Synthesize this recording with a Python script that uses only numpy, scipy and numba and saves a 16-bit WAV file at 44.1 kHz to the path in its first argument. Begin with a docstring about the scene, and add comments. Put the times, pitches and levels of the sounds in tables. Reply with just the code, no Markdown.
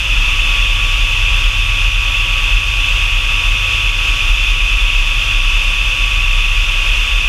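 """Inside a jet cockpit in a banked turn; a small camera's microphone in a hard case behind the pilot.
The pump whine and airframe boom swell in first, over canopy air that settles in about a second and
rings the case near 2.6 kHz. Shaft tones sing on, dipping twice late, while the 33 Hz boom beats with
a hum near 42 Hz; the boom's level wanders irregularly throughout.
Sines make the tones, shaped noise the air and buffeting; gain control leans on the booms."""
import sys
import numpy as np
from scipy import signal
from scipy.fft import rfft, irfft
from scipy.io import wavfile
from scipy.ndimage import uniform_filter1d, minimum_filter1d
from numba import njit

SR = 44100
rng = np.random.default_rng(int(sys.argv[2]) if len(sys.argv) > 2 else 0)


def generate_wav(signal):
    """Clip the signal to [-1, 1] and save it as 16-bit WAV at the path in sys.argv[1]."""
    frames = np.transpose(np.atleast_2d(signal))
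    scaled = np.clip(frames, -1, 1) * 32767
    pcm = np.round(scaled).astype(np.int16)
    wavfile.write(sys.argv[1], SR, pcm)


N = 321048
T = np.arange(N) / SR  # time of each sample [s]


def undb(db):
    """Decibels to amplitude gain."""
    return 10 ** (np.asarray(db) / 20)


def level_curve(table):
    """Level at every sample, in straight lines between the points of a time table."""
    times, levels = np.transpose(table)
    return np.interp(T, times, levels)


def tone(hz, db):
    """Sine of moving pitch at an rms level, from a random point of its cycle."""
    cycles = rng.random() + np.cumsum(hz + 0 * T) / SR
    return np.sqrt(2) * undb(db) * np.sin(2 * np.pi * cycles)


def walk(rate):
    """Slow random wander: levels held 1 / rate seconds, smoothed twice; mean 0, spread 1."""
    hold = int(SR / rate)
    steps = np.repeat(rng.standard_normal(N // hold + 1), hold)
    wander = uniform_filter1d(uniform_filter1d(steps, hold), hold)[:N]
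    return (wander - wander.mean()) / wander.std()


def coloured_noise(spectrum, modes):
    """Noise of rms 1 with a broad spectrum and bell-shaped resonances or dips on it."""
    hz = np.maximum(np.arange(N // 2 + 1) * SR / N, 1)
    points, levels = np.transpose(spectrum)
    db = np.interp(np.log(hz), np.log(points), levels)
    for centre, width, height in modes:
        db = db + height * np.exp(-.5 * (2 * (hz - centre) / width) ** 2)
    noise = irfft(rfft(rng.standard_normal(N)) * undb(db), N)
    return noise / noise.std()


@njit
def follow(x, attack, release, start):
    """Envelope that rises fast and falls slowly."""
    out, level = np.empty(len(x)), start
    for i in range(len(x)):
        size = abs(x[i])
        level += (size - level) * (attack if size > level else release)
        out[i] = level
    return out


def pump():
    """The pump's whine swells in, then sags slowly while its pitch and level wander."""
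    level_db, sag_db_per_s = -34, 0.49
    swell_db, swell_s = 16, .22
    hz = 1136.8 + .9 * walk(3)
    db = level_db - sag_db_per_s * T - swell_db * np.exp(-(T / swell_s) ** 2)
    flutter_db = 1.1 * walk(3.2) + 1.05 * walk(12)
    return tone(hz, db + flutter_db)


# tones of the turning shaft: (multiple of shaft speed, level [dB re the first])
SHAFT_TONES = [(1, 0), (3, -27), (9, -22), (15, -22), (27, -4)]
# level of the first shaft tone, which the others follow: (time [s], level [dB rms])
SHAFT_LEVEL = [(0.0, -36), (0.06, -31.5), (3.42, -31.5), (3.59, -30), (5.09, -37.5), (5.31, -31),
               (5.52, -37.5), (5.86, -32), (7.28, -36)]


def shaft():
    """Tones at whole multiples of one slowly drifting shaft speed, each wavering in level."""
    speed_hz = 94.57 * (1 + .0004 * walk(1.5))
    tones = sum(tone(multiple * speed_hz, db + 1.3 * walk(2.3)) for multiple, db in SHAFT_TONES)
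    return undb(level_curve(SHAFT_LEVEL)) * tones


# air rush as it comes through the case: (frequency [Hz], relative level [dB per Hz])
RUSH_SPECTRUM = [(300, -30.8), (760, -27.6), (980, -19.5), (1850, -19.2), (2240, -19.0), (2500, 0.0),
                 (2820, -8.0), (3630, -9.5), (3820, -28.0), (6840, -26.8), (7120, -31.9), (13030, -41.2),
                 (13540, -47.0), (15250, -50.2)]
# cockpit and case resonances and dips: (frequency [Hz], width [Hz], level over the rush [dB])
CASE_MODES = [(367, 73, 5.4), (531, 75, 6.8), (650, 90, 3.0), (750, 36, -3.0), (969, 25, 2.8),
              (1280, 79, 4.3), (1406, 20, 3.1), (1779, 41, -3.5), (2211, 160, 6.0), (2299, 48, -4.6),
              (2596, 75, 2.3), (2744, 140, 4.7), (2964, 34, 4.0), (3086, 60, -3.1), (3470, 30, 4.5),
              (4036, 200, 3.7), (4418, 170, 3.6), (4637, 75, -3.0), (4719, 140, 4.1), (5106, 350, 4.4),
              (5651, 110, 3.6), (6009, 270, 4.3), (6664, 48, 3.4), (7560, 150, 2.2), (8775, 87, -2.3),
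              (9045, 79, -2.0), (9450, 600, 1.6), (10700, 400, 2.0), (11880, 200, 4.5), (14093, 420, 2.6)]


def air_rush():
    """Smooth dense hiss of air over the canopy; starts a little louder, settles and wavers."""
    settled_db, extra_db, settle_s = -17, 1, 1.1
    db = settled_db + extra_db * np.exp(-T / settle_s)
    return undb(db + 0.5 * walk(9)) * coloured_noise(RUSH_SPECTRUM, CASE_MODES)


# hums in the airframe: (frequency [Hz], mean level [dB rms])
HUM_TONES = [(41.87, -21.3), (66.35, -38)]


def hums():
    """Airframe hums of fixed pitch, wavering slightly in level."""
    return sum(tone(hz, db + .8 * walk(2.5)) for hz, db in HUM_TONES)


# buffeting of the airframe under the boom: (frequency [Hz], relative level [dB per Hz])
BUFFET_SPECTRUM = [(10, -40), (17, -31), (28, -9), (33, -5), (44, -1), (52, -7), (67, -10), (73, -21),
                   (100, -23), (124, -25), (136, -40), (250, -40), (290, -39), (1500, -100)]
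# airframe panels shaken by it: (frequency [Hz], width [Hz], level over the buffeting [dB])
PANEL_MODES = [(38, 2.5, 4), (46, 2, 3), (84, 10, -1.5), (111, 7, 10), (171, 20, 13), (222, 20, 3),
               (275, 24, 9)]
# strength of the buffeting: (time [s], level [dB rms])
BUFFET_LEVEL = [(0.0, -20.5), (7.28, -23)]


def buffeting():
    """Low noise shakes the airframe, and its panels resonate."""
    return undb(level_curve(BUFFET_LEVEL)) * coloured_noise(BUFFET_SPECTRUM, PANEL_MODES)


# one chance course of the boom's random level: (time [s], level [dB rms])
BOOM_LEVEL = [(0.0, -32), (0.18, -16), (1.82, -17.5), (2.07, -21), (2.19, -19), (2.57, -17.5), (2.7, -41),
              (2.8, -20.5), (3.57, -18), (3.67, -28), (4.22, -17), (4.91, -16.5), (5.01, -12.5),
              (5.29, -22.5), (5.43, -12.5), (6.04, -24.5), (6.3, -13.5), (7.28, -18.5)]


def boom():
    """The airframe's lowest bending mode: a sine of wandering pitch and irregular level."""
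    hz = 32.9 + .9 * walk(4)
    return tone(hz, level_curve(BOOM_LEVEL))


def scene():
    """All of it reaches the one microphone in the case."""
    engine = pump() + shaft()
    airframe = hums() + buffeting() + boom()
    return (engine + air_rush() + airframe)[None]


def record(dry, usual=0.44, ratio=1.41, attack_s=0.02, release_s=0.31, top_hz=15295):
    """Gain control ducks after loud booms, a limiter holds the highest peaks and the top is cut."""
    envelope = follow(dry[0], 1 / (attack_s * SR), 1 / (release_s * SR), usual)
    envelope = uniform_filter1d(envelope, size=200)
    held = dry * (usual / envelope) ** (1 - 1 / max(ratio, 1))
    # the limiter looks a few milliseconds ahead, so its gain moves without clicks
    room = np.minimum(1, .88 / (np.abs(held) + 1e-9))
    limiter_gain = uniform_filter1d(minimum_filter1d(room, size=401), size=401)
    top_cut = signal.ellip(16, .2, 90, top_hz, fs=SR, output="sos")
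    return signal.sosfilt(top_cut, held * limiter_gain)


dry = scene()
out = record(dry)
generate_wav(out)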